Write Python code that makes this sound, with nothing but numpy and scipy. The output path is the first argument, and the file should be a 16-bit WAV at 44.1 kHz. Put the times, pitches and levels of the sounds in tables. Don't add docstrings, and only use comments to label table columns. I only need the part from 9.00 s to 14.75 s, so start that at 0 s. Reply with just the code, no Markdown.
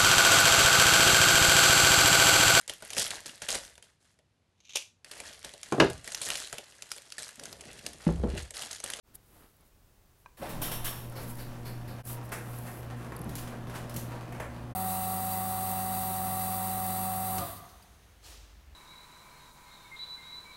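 import sys
import numpy as np
from scipy import signal
from scipy.io import wavfile

SR = 44100
rng = np.random.default_rng(int(sys.argv[2]) if len(sys.argv) > 2 else 0)


def transcribe(u):
    v = np.clip(np.atleast_2d(u).T, -1, 1)
    q = np.round(v * 32767).astype(np.int16)
    wavfile.write(sys.argv[1], SR, q)


N = 253575
TIME = np.arange(N) / SR
START_S = 1.365

# f/Hz, level/dB, T60/s
RAIL_MODES = [(2799, -10, .45), (3094, -6, .5), (3212, -9, .45), (3558, -7, .4), (3682, -9, .4),
              (5440, -6, .25), (5497, -3, .4), (5555, -4, .25), (6008, -7, .25), (9975, -7, .4),
              (10318, -6, .4), (10611, -5, .4), (10853, -5, .4), (11035, -3, .4), (11613, -2, .4),
              (11700, -4, .35), (11970, -5, .4), (12668, -6, .35)]
# t/s, level/dB
DOOR_JOLTS = [(1.52, -37), (2.3, -48), (4.28, -57)]


def amp(db):
    return 10 ** (np.asarray(db) / 20)


def unit(x):
    return x / np.sqrt(np.mean(x ** 2) + 1e-20)


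def since(s):
    return np.maximum(TIME - s, 0)


def add(mix, s, sound):
    part = mix[max(round(s * SR), 0):][:len(sound)]
    part += sound[:len(part)]


def log_interp(points, hz):
    f, value = np.transpose(points)
    return np.interp(np.log(hz + 1), np.log(f + 1), value)


def colour(x, spectrum, tilt_db=0, size=8192):
    hz = abs(np.fft.fftfreq(size, 1 / SR))
    db = log_interp(spectrum, hz) + tilt_db * np.log2(np.maximum(hz, 200) / 2000)
    log_response = np.conj(signal.hilbert(np.log(amp(db))))
    taps = np.fft.ifft(np.exp(log_response)).real
    return signal.fftconvolve(x, taps[:size // 2])[:len(x)]


def noise(spectrum):
    return unit(colour(rng.standard_normal(N), spectrum))


def drift(rate_hz, oversample=8):
    count = int(2 * rate_hz * N / SR) + 8
    points = signal.resample(rng.standard_normal(count), count * oversample)
    return unit(np.interp(TIME * 2 * rate_hz * oversample, np.arange(len(points)), points))


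def swell(s, db, rise_s, decay_s):
    return amp(db) * (1 - np.exp(-since(s) / rise_s)) * np.exp(-since(s) / decay_s)


def ring(modes, t):
    return sum(amp(db - 60 * t / t60) * np.sin(2 * np.pi * hz * t) for hz, db, t60 in modes)


def shaken(modes):
    return unit(signal.fftconvolve(rng.standard_normal(N), ring(modes, TIME[:SR]))[:N])


def reverberation(x, size=32768):
    decay_times = [(100, 0.59), (500, 0.61), (2000, 0.48), (5000, 0.43), (10000, 0.41), (16000, 0.36)]
    hz, t, bands = signal.stft(rng.standard_normal(size), SR, nperseg=256)
    decay = amp(-60 * t / log_interp(decay_times, hz)[:, None])
    tail = signal.istft(bands * decay, SR, nperseg=256)[1][:size]
    return signal.fftconvolve(x, tail / np.linalg.norm(tail))[:len(x)]


def room_air(level_db=-63):
    spectrum = [(12, -55), (20, -11.5), (32, -10.5), (134, -18.5), (154, -23), (976, -33), (2260, -38.5),
                (3440, -40), (4540, -41), (10800, -42), (16000, -40)]
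    return amp(level_db) * noise(spectrum)


def friction(strokes, spectrum, grain_db):
    envelope = sum(amp(db) * np.exp(-((TIME - s) / half) ** 2 / 2) for s, db, half in strokes)
    grains = rng.standard_normal(N) * amp(grain_db * drift(310))
    return envelope * unit(colour(grains, spectrum))


def hand():
    rubs = [(.14, -68.5, 0.078), (.375, -62, 0.054), (.452, -62.5, 0.027), (.625, -66, 0.02)]
    spectrum = [(40, 3), (150, 1.5), (320, 0.5), (600, -4), (1300, -5.5), (2200, -13.5), (4500, -17.5),
                (8000, -32)]
    return friction(rubs, spectrum, grain_db=2.0)


def cloth():
    brushes = [(0.153, -48.5, 0.0065), (.38, -62.5, 0.091), (.67, -68, 0.016), (1.21, -70.5, .025),
               (2.235, -49, 0.023), (2.302, -45.5, 0.019), (2.392, -52.5, 0.037), (3.099, -40, 0.038),
               (3.255, -54, 0.015), (3.554, -51, 0.08), (3.74, -53.5, 0.079)]
    spectrum = [(150, 9.5), (1000, -10), (2500, -8), (4500, -7.5), (6500, -6.5), (9000, 0.5), (12500, 5.5),
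                (14500, -5), (16000, 1)]
    return friction(brushes, spectrum, grain_db=1.5)


def ticks(decay_s=0.0022):
    onsets = [(0.154, -38.5), (.567, -58), (0.609, -59), (2.098, -43), (2.124, -47), (2.354, -44),
              (3.053, -33), (3.292, -47), (3.587, -43), (4.165, -37), (4.192, -44), (4.216, -39.5),
              (4.243, -47)]
    spectrum = [(2000, -23), (3900, -39), (4600, -1), (5800, -23), (8000, -9.5), (10500, 5), (13000, -2),
                (16000, -19)]
    envelope, t = np.zeros(N), TIME[:SR // 20]
    for s, db in onsets:
        add(envelope, s, amp(db) * np.exp(-t / decay_s))
    return envelope * noise(spectrum)


def button(press_s=1.26, room_db=-14, rise_s=0.00031):
    modes = [(665, -58, 0.04), (995, -37.5, 0.021), (1100, -51, 0.023), (1590, -49, 0.048),
             (2440, -46, .025), (2720, -64, 0.033), (3960, -57, .018), (6000, -58, 0.014)]
    click, t = np.zeros(N), TIME[:SR // 5]
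    add(click, press_s, ring(modes, t) * (1 - np.exp(-t / rise_s)))
    return click + amp(room_db) * reverberation(click)


def motor(hum_hz=120, run_up_s=0.16):
    harmonics = [-2.5, -20.5, -22, -26.5, -28, -22, -40]
    age = since(START_S)
    hum, strain = np.zeros(N), np.exp(-age / run_up_s)
    for k, db in enumerate(harmonics, 1):
        depth = 0.081 + 0.048 * age if k == 1 else 0.29
        strain_db = (k > 1) * 11 * strain
        octave_db = (k == 2) * (-7.5 + 3.5 * age)
        waver = 1 + depth * (drift(3.4) + 1j * drift(3.5))
        partial = np.exp(2j * np.pi * (k * hum_hz * TIME + rng.random()))
        hum += amp(db + strain_db + octave_db) * (waver * partial).real
    return np.sqrt(2) * amp(-40.5 - 22 * strain) * hum


def rolling_door(bumps_per_s=800, grain_db=3.5):
    levels = [(1.45, -50), (2.0, -51.5), (2.8, -51), (3.9, -49.5), (4.35, -49.5), (5.1, -47.5), (5.6, -51)]
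    roller_spectrum = [(200, -17), (400, -3.5), (540, 0), (750, -2), (1100, -2.5), (1700, -8.5),
                       (2400, -12), (3500, -19), (6000, -24.5), (11500, -26), (16000, -39)]
    boom_spectrum = [(40, -26), (66, 4), (90, -0.5), (125, 4), (170, 7), (235, -3), (320, 2), (420, -11),
                     (600, -12), (1200, -42)]
    sizes = rng.standard_normal(N) * amp(grain_db * np.minimum(rng.exponential(1, N), 4))
    bumps = sizes * (rng.random(N) < bumps_per_s / SR)
    bumps = 0.5 * bumps + reverberation(bumps)
    rolling = amp(np.interp(TIME, *np.transpose(levels)) + 0.1 * drift(4.6))
    rollers = unit(colour(bumps, roller_spectrum)) * rolling
    lift_off = swell(DOOR_JOLTS[0][0], db=-37, rise_s=0.059, decay_s=0.1)
    boom = noise(boom_spectrum) * (amp(-0.5) * rolling + lift_off)
    return rollers + boom


def section_drone(growth_db_per_s=2.5, settle_s=0.28):
    modes = [(64, 1.5, 0.71), (225.7, -3, 0.3), (237.4, 0.5, 0.67), (256, -6, 0.35), (318.8, -2.5, 0.35),
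             (493, -10, 0.25), (538, -11.5, 0.12), (575.5, -11, 0.23), (644, -23, 0.69), (719, -10.5, 0.3)]
    age = since(START_S)
    first_jerk = amp(-47) * np.exp(-age / settle_s)
    return shaken(modes) * (amp(-56 + growth_db_per_s * age) + first_jerk)


def frame_shudder(steady_db=-63.5):
    spectrum = [(5, -7), (16, 14), (30, -22), (45, -5), (70, -5.5), (140, -40)]
    sway = sum(swell(s, db, rise_s=0.049, decay_s=0.58) for s, db in DOOR_JOLTS)
    return noise(spectrum) * (amp(steady_db) + sway)


def singing_rail(taut_s=1.72, drive_hz=5640, fall_db_per_octave=2):
    modes = [(hz, db - fall_db_per_octave * abs(np.log2(hz / drive_hz)), t60)
             for hz, db, t60 in RAIL_MODES]
    easing = amp(-64.5 - 4 * since(START_S))
    snap = swell(taut_s, db=-46, rise_s=0.037, decay_s=0.09)
    return (easing + snap) * shaken(modes)


def impacts(events, spectrum, direct, rail_db, rise_s, contacts_per_s=8000, places=4, size=32768):
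    out, t = np.zeros(N), TIME[:size]
    rail = amp(rail_db) * ring(RAIL_MODES, t)
    for s, db, tilt_db, rattle_s in events:
        force = (1 - np.exp(-t / rise_s)) * np.exp(-(t / rattle_s) ** 2)
        contacts = force * rng.choice([-1, 1], size) * (rng.random(size) < contacts_per_s / SR)
        place = rng.integers(0, places, size)
        reflections = sum(reverberation(contacts * (place == k)) for k in range(places))
        rattle = colour(direct * contacts + reflections, spectrum, tilt_db)
        rattle /= np.std(rattle[:round(0.04 * SR)])
        add(out, s, amp(db) * (rattle + rail * np.minimum(t / rattle_s, 1)))
    return out


def door_jerks():
    jerks = [(1.369, -53.5, 4, 0.04), (1.414, -39.5, 0.5, 0.033), (1.452, -42, 0.5, 0.02),
             (1.489, -44.5, 4.5, 0.029), (1.598, -44.5, -1.5, 0.046), (1.675, -48, 2, 0.023)]
    spectrum = [(60, -24), (150, 1.5), (300, -4), (600, 2.5), (1000, -7), (2000, -13), (4000, -22),
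                (6500, -28.5), (11000, -25), (16000, -31)]
    return impacts(jerks, spectrum, direct=0.68, rail_db=-36, rise_s=0.0038)


def arm_clanks():
    clanks = [(1.615, -34.5, -0.33, 0.023), (1.655, -45.5, -0.12, 0.022), (1.713, -38, -0.82, 0.017),
              (1.843, -34.5, -0.24, 0.024), (1.95, -52.5, 0.68, 0.076)]
    spectrum = [(100, -12), (500, -6.5), (1000, -1.5), (2200, -6), (3400, -1.5), (4800, -10.5), (7000, -9),
                (10000, -3), (12500, 1), (14500, -3), (16000, -8)]
    return impacts(clanks, spectrum, direct=0.47, rail_db=-9, rise_s=0.0017)


def chain_slaps():
    slaps = [(2.152, -43.5, -0.47, 0.052), (2.383, -47, 0.2, 0.028), (2.649, -45, 0.3, 0.032),
             (2.874, -44.5, -0.7, 0.02)]
    spectrum = [(100, 17), (300, 12.5), (1000, 5.5), (2000, 4), (3300, -4.5), (4400, 3.5), (6500, -9.5),
                (9000, -8.5), (11800, 2), (16000, -11)]
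    return impacts(slaps, spectrum, direct=0.43, rail_db=-36, rise_s=0.0035)


def panel_knocks():
    knocks = [(3.318, -38, 1.9, 0.024), (3.665, -48.5, 1.5, 0.031), (3.964, -55.5, 1, 0.14),
              (4.12, -44.5, -2, 0.0065), (4.52, -45.5, -3.5, 0.015), (4.739, -45.5, 0, 0.025),
              (5.323, -48, 0, 0.0053), (5.399, -38.5, -1.3, 0.0087)]
    spectrum = [(100, -8.5), (400, 3.5), (700, 2.5), (1000, 1), (1350, 1), (1750, 1.5), (2500, -5.5),
                (3700, -17), (6500, -16.5), (8500, -15), (11300, -12.5), (13000, -20), (16000, -24)]
    return impacts(knocks, spectrum, direct=0.66, rail_db=-44, rise_s=0.00076)


def frame_thumps():
    thumps = [(4.19, -42.5, 0, 0.02), (4.252, -38.5, 0, 0.028), (4.278, -43, 0, 0.013),
              (4.945, -44, 0, 0.032)]
    spectrum = [(50, -7), (150, 5.5), (310, 1.5), (450, -8), (900, -11.5), (2500, -44), (8000, -50)]
    return impacts(thumps, spectrum, direct=0.94, rail_db=-27, rise_s=0.0061)


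def hinge_clacks():
    clacks = [(4.292, -52, 2.5, 0.0069), (4.353, -43.5, 4, .006), (4.38, -47, 3.5, 0.018),
              (4.475, -51.5, 0, 0.0079), (4.669, -43.5, -5, 0.0061), (4.697, -51, -0.5, 0.0035),
              (4.75, -46, -0.5, 0.02), (4.895, -51, 2, 0.0055), (4.941, -49.5, 5, 0.0048),
              (4.962, -41, 3.5, 0.0098)]
    spectrum = [(200, 6), (1000, 7), (2800, 2.5), (4300, -0.5), (5600, -2), (7000, -2.5), (9000, -3),
                (11600, -1), (14000, -7), (16000, -9)]
    return impacts(clacks, spectrum, direct=0.71, rail_db=-21, rise_s=0.00079)


def scene(spin_up_s=0.054):
    air = room_air()
    near = cloth() + hand() + ticks() + button()
    running = np.clip(since(START_S) / spin_up_s, 0, 1) ** 2
    machine = running * (motor() + rolling_door() + section_drone() + frame_shudder() + singing_rail())
    drive = arm_clanks() + chain_slaps() + door_jerks()
    joints = panel_knocks() + hinge_clacks() + frame_thumps()
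    return (air + near + machine + drive + joints)[None]


def record(dry, fade_in_s=0.051, fade_out_s=0.023, cutoff_hz=15900):
    spans = [(0.027, 3.028), (3.03, 5.738)]
    gain = sum(np.clip(np.minimum((TIME - start) / fade_in_s, (end - TIME) / fade_out_s), 0, 1)
               for start, end in spans)
    low_pass = signal.firwin(511, cutoff_hz, window=("kaiser", 9), fs=SR)
    return signal.oaconvolve(dry * gain, low_pass[None], "same")


dry = scene()
out = record(dry)
transcribe(out)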